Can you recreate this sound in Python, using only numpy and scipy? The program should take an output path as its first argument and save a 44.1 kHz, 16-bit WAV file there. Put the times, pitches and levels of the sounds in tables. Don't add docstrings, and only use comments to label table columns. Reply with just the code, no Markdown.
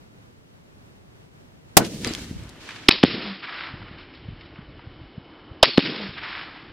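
import sys
import numpy as np
from scipy import signal
from scipy.fft import rfft, irfft, next_fast_len
from scipy.io import wavfile
from scipy.ndimage import uniform_filter1d

SR = 44100
rng = np.random.default_rng(int(sys.argv[2]) if len(sys.argv) > 2 else 0)


def waveform_to_disk(signal):
    frames = np.transpose(np.atleast_2d(signal))
    scaled = np.clip(frames, -1, 1) * 32767
    samples = np.round(scaled).astype(np.int16)
    wavfile.write(sys.argv[1], SR, samples)


def volts(x):
    e = np.asarray(x, float) / 20
    return 10 ** e


N = 296528
TIME = np.arange(N) / SR
FAST = next_fast_len(N)
HZ = np.fft.rfftfreq(FAST, 1 / SR) + 1e-3
BLAST_S = 1.7688
# start_s, end_s
FADE_S = (1.8, 2.96)


def unit(x):
    return x / np.sqrt(np.mean(x ** 2))


def table_db(points):
    hz, db = np.transpose(points)
    return np.interp(np.log(HZ), np.log(hz), db)


def filtered(x, gain):
    return irfft(rfft(x, FAST) * gain, FAST)[:N]


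def noise(db=0, lo_hz=1, hi_hz=30000, source=None):
    edges = 1 / np.sqrt((1 + (lo_hz / HZ) ** 8) * (1 + (HZ / hi_hz) ** 8))
    x = rng.standard_normal(N) if source is None else source
    return unit(filtered(x, volts(db) * edges))


def walk(rate):
    k = int(SR / rate)
    steps = np.repeat(rng.standard_normal(N // k + 1), k)
    return unit(uniform_filter1d(steps, k)[:N])


def clumps(lumpy_db):
    size_db = 1.3 * rng.exponential(size=N) + lumpy_db * walk(90)
    return rng.standard_normal(N) * volts(size_db)


def tone(hz):
    return np.sin(2 * np.pi * np.cumsum(hz) / SR)


def bandpass(x, lo_hz, hi_hz):
    band = signal.butter(2, [lo_hz, hi_hz], "band", fs=SR, output="sos")
    return signal.sosfilt(band, x)


def add(out, s, x):
    part = out[..., int(s * SR):][..., :x.shape[-1]]
    part += x[..., :part.shape[-1]]


def stereo(mid, side):
    return np.array([mid + side, mid - side])


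def echoes(shots, land, edges, narrow_db, rise_s, lumpy_db, flicker_db, tilt_db=0):
    delay, db, depth, t60, hz = np.transpose(land)[:, :, None]
    slow = TIME[::32]
    power = 0
    for s in shots:
        t = slow - s - delay
        rise = np.exp(2 * np.minimum(t, 0) / rise_s)
        power = power + rise * volts(2 * (db - 60 * np.maximum(t - depth, 0) / t60))
    narrow_db = narrow_db * np.where(hz < 500, 2, 1)
    clicks, out = clumps(lumpy_db), 0
    for lo, hi in zip(edges, edges[1:]):
        off_db = narrow_db * np.log2(np.sqrt(lo * hi) / hz) ** 2
        off_db = off_db + 24 * np.abs(delay) * lo * hi / 1e8
        gain = np.interp(TIME, slow, np.sqrt(np.sum(power * volts(-2 * off_db), axis=0)))
        out = out + gain * volts(flicker_db * walk(25)) * noise(0, lo, hi, clicks)
    return filtered(out, volts(tilt_db))


def slaps(shots, faces):
    out, t = np.zeros(N), TIME[:1024]
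    for delay, db, hz in faces:
        grain = unit(bandpass(rng.standard_normal(1024), hz / 1.6, hz * 1.7))
        slap = volts(db - 7.5) * grain * np.exp(-t / .006)
        for s in shots:
            add(out, s + delay, slap)
    return out


# pitch_hz, level_db (per Hz)
NEAR_AIR = [(15, -46), (25, -17), (64, -6.5), (113, -2), (282, -8), (323, -11.5), (360, -11), (829, -21),
            (5040, -34), (6090, -35.5), (15600, -45.5)]
# pitch_hz, level_db
NEAR_AIR_SIDE = [(60, 11.5), (110, -3.5), (200, -0.5), (380, 4), (700, 8), (1290, 8.5), (2380, 10),
                 (4400, 8), (8120, 6.5), (15000, -1)]


def near_air():
    swell = volts(-54 + .8 * walk(3) + 1.1 * walk(15))
    mid_db = table_db(NEAR_AIR)
    return swell * stereo(noise(mid_db), volts(0.5) * noise(mid_db + table_db(NEAR_AIR_SIDE)))


# low_hz, high_hz, level_db, time to fall 60 dB_s, side_db
BLAST = [
    (110, 450, -7, .3, -4),
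    (450, 950, -3, .12, -5),
    (950, 3500, -8.5, .07, -2),
    (3500, 8000, -5, .065, -3),
    (8000, 15000, -9, .06, -2),
]


def blast():
    t = TIME - BLAST_S
    hold_s = .009
    after = np.maximum(t - hold_s, 0)
    duck_db = -13 * (1 - np.exp(-after / 0.00061))
    front = np.exp(np.minimum(t, 0) / 0.00015)
    out = 0
    for lo, hi, db, t60, side_db in BLAST:
        shape = np.where(t < 0, front, volts(duck_db - 60 * after / t60))
        out = out + volts(db) * shape * stereo(noise(0, lo, hi), volts(side_db) * noise(0, lo, hi))
    return out


# start_s, peak_db, centre_hz, left minus right_db
CASE = [(1.8487, -22, 2960, 5.5), (1.8674, -28.5, 4010, 0), (2.0467, -11.5, 2600, 1.5),
        (2.0732, -19, 4200, 5.5), (2.1365, -18, 3600, -9), (2.15, -17, 3300, 2), (2.2443, -31, 3200, 8),
        (2.4364, -38, 3800, 1.5), (2.4922, -33, 4800, 2), (2.497, -36, 4800, 2)]
# start_s, pitch_hz, level_db, time to fall 60 dB_s, right gain (0-1)
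CASE_RING = [(1.779, 650, -13.5, 0.07, .9), (1.806, 330, -15, 0.12, .9), (1.805, 1500, -25, 0.059, .5),
             (1.817, 1500, -27, 0.062, .5), (2.07, 230, -19, 0.038, .9), (2.109, 313, -20.5, 0.051, .9),
             (2.053, 4100, -30.5, .08, .6), (2.075, 4780, -22.5, 0.05, 0.4), (2.086, 4000, -33, 0.12, .6),
             (2.094, 7560, -37, 0.053, .6)]


def spent_case():
    out, t = np.zeros((2, N)), TIME[:4410]
    for s, db, hz, pan_db in CASE:
        z = rng.standard_normal((2, 400))
        grain = unit(bandpass(z[0] + .7 * z, hz / 1.5, hz * 1.9))
        tick = np.exp(-t[:400] / .001) * grain
        add(out, s, volts(db - 3 + np.array([[pan_db], [-pan_db]]) / 2) * tick)
    for s, hz, db, t60, right in CASE_RING:
        ring = volts(db - 60 * t / t60) * np.sin(2 * np.pi * hz * t)
        add(out, s, ring * np.array([[1.], [right]]))
    return out


# delay_s, level_db, depth_s, time to fall 60 dB_s, centre_hz
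NEAR_LAND = [(0.038, -31.5, 0.0095, 0.13, 270.6), (.04, -43.5, 0.0058, .2, 1293),
             (0.081, -39.5, 0.22, 1.3, 200.4), (0.08, -46, .015, 0.1, 3595), (.045, -52.5, 0.24, 2, 4200),
             (.255, -49.5, .02, 0.37, 4030), (.285, -42, 0.026, 0.77, 2410),
             (0.299, -31.5, 0.0076, 0.1, 250), (.372, -51, 0.0091, .2, 4093),
             (0.419, -50, 0.035, 0.27, 5330), (.55, -52, .08, 1.1, 200), (0.602, -56.5, .45, 3, 194),
             (.15, -49, 0.49, 1.23, 65), (.6, -58.5, .45, 2.4, 1790), (.84, -52, .05, 1.1, 3550),
             (.91, -46.5, 0.021, 0.7, 2200), (.99, -50.5, 0.073, 1.3, 2400)]
# pitch_hz, side minus mid_db
NEAR_SIDE = [(150, -25), (1000, -12), (3500, -0.5), (9000, 2.5)]
# delay_s, peak_db, centre_hz
NEAR_SLAPS = [(.888, -34, 2920), (.921, -20, 1900), (.938, -23, 1900), (.992, -27, 1830)]


def near_echoes():
    edges = np.geomspace(35, 15000, 13)
    mid, side = (echoes([BLAST_S], NEAR_LAND, edges, narrow_db=6, rise_s=.011,
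                        lumpy_db=1.1, flicker_db=.51, tilt_db=tilt_db)
                 for tilt_db in (0, table_db(NEAR_SIDE)))
    return stereo(mid + slaps([BLAST_S], NEAR_SLAPS), side)


# pitch_hz, level_db (per Hz)
TARGET_AIR = [(12, -32), (20, -13.5), (80, -4.5), (230, -2.5), (336, -3), (550, -7), (2420, -20),
              (2920, -16.5), (5500, -26.5), (7150, -64), (12100, -120)]
# pitch_hz, width_hz, level_db
WHINE = [
    (310, 90, -53.5),
    (2190, 120, -68),
    (3015, 130, -63),
]


def target_air():
    air = volts(-50.5 + 0.41 * walk(8.2)) * noise(table_db(TARGET_AIR))
    for hz, width, db in WHINE:
        peak_db = -10 * np.log10(1 + ((HZ - hz) / width * 2) ** 4)
        whine = noise(0, hz - width / 2, hz + width / 2, noise(peak_db))
        air = air + volts(db + .4 * walk(12)) * whine
    return air


# time_s, level_db
WIND = [(2.95, -58.5), (3.04, -44), (3.44, -71), (3.6, -55.5), (3.75, -46.5), (4.15, -56), (4.31, -42),
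        (4.45, -48), (4.69, -51), (5.03, -49), (5.18, -59), (5.46, -58.5), (5.66, -61), (5.76, -67),
        (6.15, -58), (6.29, -55.5), (6.56, -56.5), (6.72, -53)]


def target_wind():
    level_db = np.interp(TIME, *np.transpose(WIND)) + 3.6 * walk(25)
    return volts(level_db) * noise(0, 28, 150, clumps(1.2))


# centre_s, peak_db, width_ms, direction (push +1 or pull -1)
GUSTS = [(2.275, -50, 1.7, -1), (2.3133, -22.5, 2.26, 1), (2.3475, -33, 2.8, -1), (2.3916, -34, 5.6, 1),
         (2.426, -32.5, 4.7, -1), (3.742, -28, 3.6, 1), (3.8098, -35, 5, -1), (3.9143, -31.5, 3.2, 1),
         (4.289, -24, 3.5, 1), (4.5919, -28, 2.8, 1), (4.875, -31, 4.7, -1), (5.0168, -32, 5.4, 1),
         (5.1825, -24, 3.1, 1), (5.5176, -30.5, 5.2, 1), (6.094, -30, 4, -1)]


def gusts():
    out = np.zeros(N)
    for s, db, ms, sign in GUSTS:
        u = (TIME[:2646] - .03) * 1000 / (.5 * ms)
        add(out, s - .03, np.sign(sign) * volts(db) * (1 - u ** 2) * np.exp(-u ** 2 / 2))
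    return out


# centre_s, width_ms, level_db
PORT_GUSTS = [
    (2.33, 14, -48),
    (2.365, 6.6, -31),
    (2.41, 16, -45.5),
]


def port_wind():
    shape = sum(volts(db) * np.exp(-((TIME - s) * 1000 / ms) ** 2) for s, ms, db in PORT_GUSTS)
    return stereo(0, shape * noise(0, 40, 170))


# start_s, last_hz, sweep_ms, thud_hz, thud_ms
CRACKS = [
    (2.8855, 1300, 3.7, 225, 7),
    (5.6288, 2500, 1.4, 400, 5.7),
]


def cracks():
    out, t = np.zeros(N), TIME[:1323] - .004
    after = np.maximum(t, 0)
    rough = noise(0, 550, 5500)
    rise = np.exp(np.minimum(t, 0) / .0004)
    for s, last_hz, sweep_ms, thud_hz, thud_ms in CRACKS:
        hz = last_hz + (5212 - last_hz) * np.exp(-after / (0.5 * sweep_ms / 1000))
        sweep = tone(hz) * np.exp(-np.maximum(t - sweep_ms / 1000, 0) / .0005)
        late = np.clip(t * 1000 / sweep_ms, 0, 1) ** 2
        late = late * np.exp(-np.maximum(t - thud_ms / 1000, 0) / .0005)
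        sag_hz = thud_hz * (1 + 1.6 * np.exp(-after / .0035))
        i = int(s * SR)
        thud = late * (tone(sag_hz) - .2 + 0.62 * rough[i:i + 1323])
        add(out, s - .004, rise * sweep + thud)
    return out


# start_s, length_ms, level_db, low_hz, high_hz
DEBRIS = [(2.8922, 2, -11, 200, 5500), (2.8963, .5, -15, 500, 5500), (2.899, .7, -21, 500, 5500),
          (2.9019, .6, -21, 500, 5500), (2.9045, 8, -20, 400, 5500), (2.909, 6.3, -11, 1800, 5500),
          (2.915, 8, -24, 1500, 5500), (2.9215, 3, -19, 3000, 5500), (3.0295, 7.5, -13, 700, 5000),
          (3.048, 1, -14, 800, 5500), (5.6345, 4, -10, 500, 5500), (5.638, 4, -19, 500, 5500),
          (5.642, 1.5, -10, 400, 5500), (5.6435, 8, -16, 1200, 5500), (5.653, 4.5, -15, 1500, 5500),
          (5.735, .8, -27, 1500, 4500), (5.7735, 7.3, -15, 800, 5500), (5.791, 2, -20, 800, 5500)]


def debris():
    out, t_ms = np.zeros(N), TIME[:2048] * 1000
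    for s, ms, db, lo, hi in DEBRIS:
        gate = np.clip(t_ms / (.3 * ms), 0, 1) * np.exp(-np.maximum(t_ms - ms, 0) / (.15 * ms))
        grain = unit(bandpass(rng.standard_normal(2048), lo, hi))
        add(out, s, volts(db) * bandpass(grain * gate, lo, hi))
    return out


# delay after the boom_s, level_db,
# depth_s, time to fall 60 dB_s, centre_hz
FAR_LAND = [(-.12, -30.5, 0.011, 0.42, 4860), (-.12, -47, 0.014, 0.32, 1400), (-.12, -41, 0.028, 0.1, 300),
            (0.016, -35, 0.0042, 0.89, 3400), (0.018, -39, 0.0028, 0.067, 320),
            (.045, -40.5, 0.12, 0.52, 260), (.22, -47, .015, .2, 420), (0.073, -38, 0.01, 0.25, 2670),
            (0.11, -35.5, 0.0094, 0.052, 208), (.13, -50, 0.16, 0.29, 1500),
            (0.179, -44, 0.059, 0.83, 3650), (0.394, -44, 0.013, 0.26, 1910), (0.448, -45, 0.14, 0.9, 1740),
            (.45, -51, .16, 0.83, 4300), (0.301, -57.5, 0.24, 8.4, 1970), (.77, -60, .06, .8, 1300),
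            (.95, -55.5, 0.027, 0.27, 2600), (1.1, -55.5, 0.029, 0.3, 2930), (1.37, -59, 0.048, 0.29, 2940),
            (1.52, -60, 0.039, 0.38, 1630), (1.76, -65, 0.04, 0.61, 1760), (2.25, -63.5, 0.23, 1.44, 900)]


def far_echoes(shots):
    edges = np.geomspace(110, 5400, 12)
    return echoes(shots, FAR_LAND, edges, narrow_db=9.5, rise_s=.009, lumpy_db=1.1, flicker_db=.9)


# start_s, level_db, first_hz, last_hz, glide_ms
BOOMS = [
    (3.0373, 6.5, 469, 161.1, 1.6),
    (5.7806, 3.5, 411, 145.5, 2.2),
]
# delay_ms, level_db
BOOM_ECHO = [
    (4, -15),
    (11.3, -15.5),
    (21, -36),
]


def booms():
    out, t_ms = np.zeros(N), TIME[:2205] * 1000
    fade = np.exp(-(t_ms / 3.38) ** 2)
    for s, db, first_hz, last_hz, glide_ms in BOOMS:
        hz = last_hz + (first_hz - last_hz) * np.exp(-t_ms / glide_ms)
        wave = -volts(db) * np.cos(2 * np.pi * np.cumsum(hz) / SR - .8) * fade
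        add(out, s, wave)
        dull = uniform_filter1d(wave, int(0.00076 * SR))
        for ms, echo_db in BOOM_ECHO:
            add(out, s + ms / 1000, volts(echo_db) * dull)
    return out


# first_hz, last_hz
ROLL_HZ = (215, 188)
# start_s, end_s
ROLL_S = (.195, .29)


def roll(shots):
    t = TIME[:int(.5 * SR)]
    hz = np.interp(t, ROLL_S, ROLL_HZ) * (1 + 0.027 * walk(45)[:len(t)])
    on = np.clip((t - ROLL_S[0]) / 0.023, 0, 1) * np.exp(-np.maximum(t - ROLL_S[1], 0) / .02)
    level_db = -27 - 60 * t / 2.2 + 1.5 * walk(40)[:len(t)]
    wave = on * volts(level_db) * tone(hz)
    out = np.zeros(N)
    for s in shots:
        add(out, s, wave)
    return out


# delay after the boom_s, peak_db, centre_hz
FAR_SLAPS = [(.4, -25, 1670), (.434, -24, 1900), (.454, -21.5, 1600), (.504, -30, 1930), (.547, -24, 1720),
             (.57, -22, 1720), (.598, -24, 1670), (.632, -23, 1380), (.65, -25, 1400), (.708, -33, 1150),
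             (.778, -32, 1130), (.948, -37, 2395), (1.112, -40, 3000), (1.373, -33, 2500),
             (1.422, -38, 2300), (1.521, -37, 1580), (1.756, -36, 1117)]


def far_slaps(shots):
    return slaps(shots, FAR_SLAPS)


# start_s, end_s, first_hz, last_hz, first_db, last_db
TUMBLE = (5.655, 5.775, 4650, 4240, -32, -39)


def tumbling_bullet():
    hz = np.interp(TIME, TUMBLE[:2], TUMBLE[2:4]) * (1 + 0.0061 * walk(67))
    on = (TIME > TUMBLE[0]) & (TIME < TUMBLE[1])
    level_db = np.interp(TIME, TUMBLE[:2], TUMBLE[4:]) + 3.0 * walk(87)
    return on * volts(level_db) * tone(hz)


def firing_point():
    fade = np.interp(TIME, [FADE_S[0], FADE_S[1] - .04, FADE_S[1]], [1, .7, 0])
    return (near_air() + near_echoes()) * fade + blast() + spent_case() + port_wind()


def target():
    arrive = np.interp(TIME, FADE_S, [0, 1])
    shots = [row[0] for row in BOOMS]
    x = target_air() * arrive + target_wind() * arrive ** 4 + gusts()
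    x = x + cracks() + debris() + tumbling_bullet()
    x = x + booms() + far_echoes(shots) + roll(shots) + far_slaps(shots)
    return filtered(x, 1 / np.sqrt(1 + (HZ / 5400) ** 110))


def scene():
    return firing_point() + target()


def band_limit(x):
    return signal.sosfilt(signal.butter(12, 15770, fs=SR, output="sos"), x)


def record(dry):
    return band_limit(np.clip(dry, -1, 1))


dry = scene()
out = record(dry)
waveform_to_disk(out)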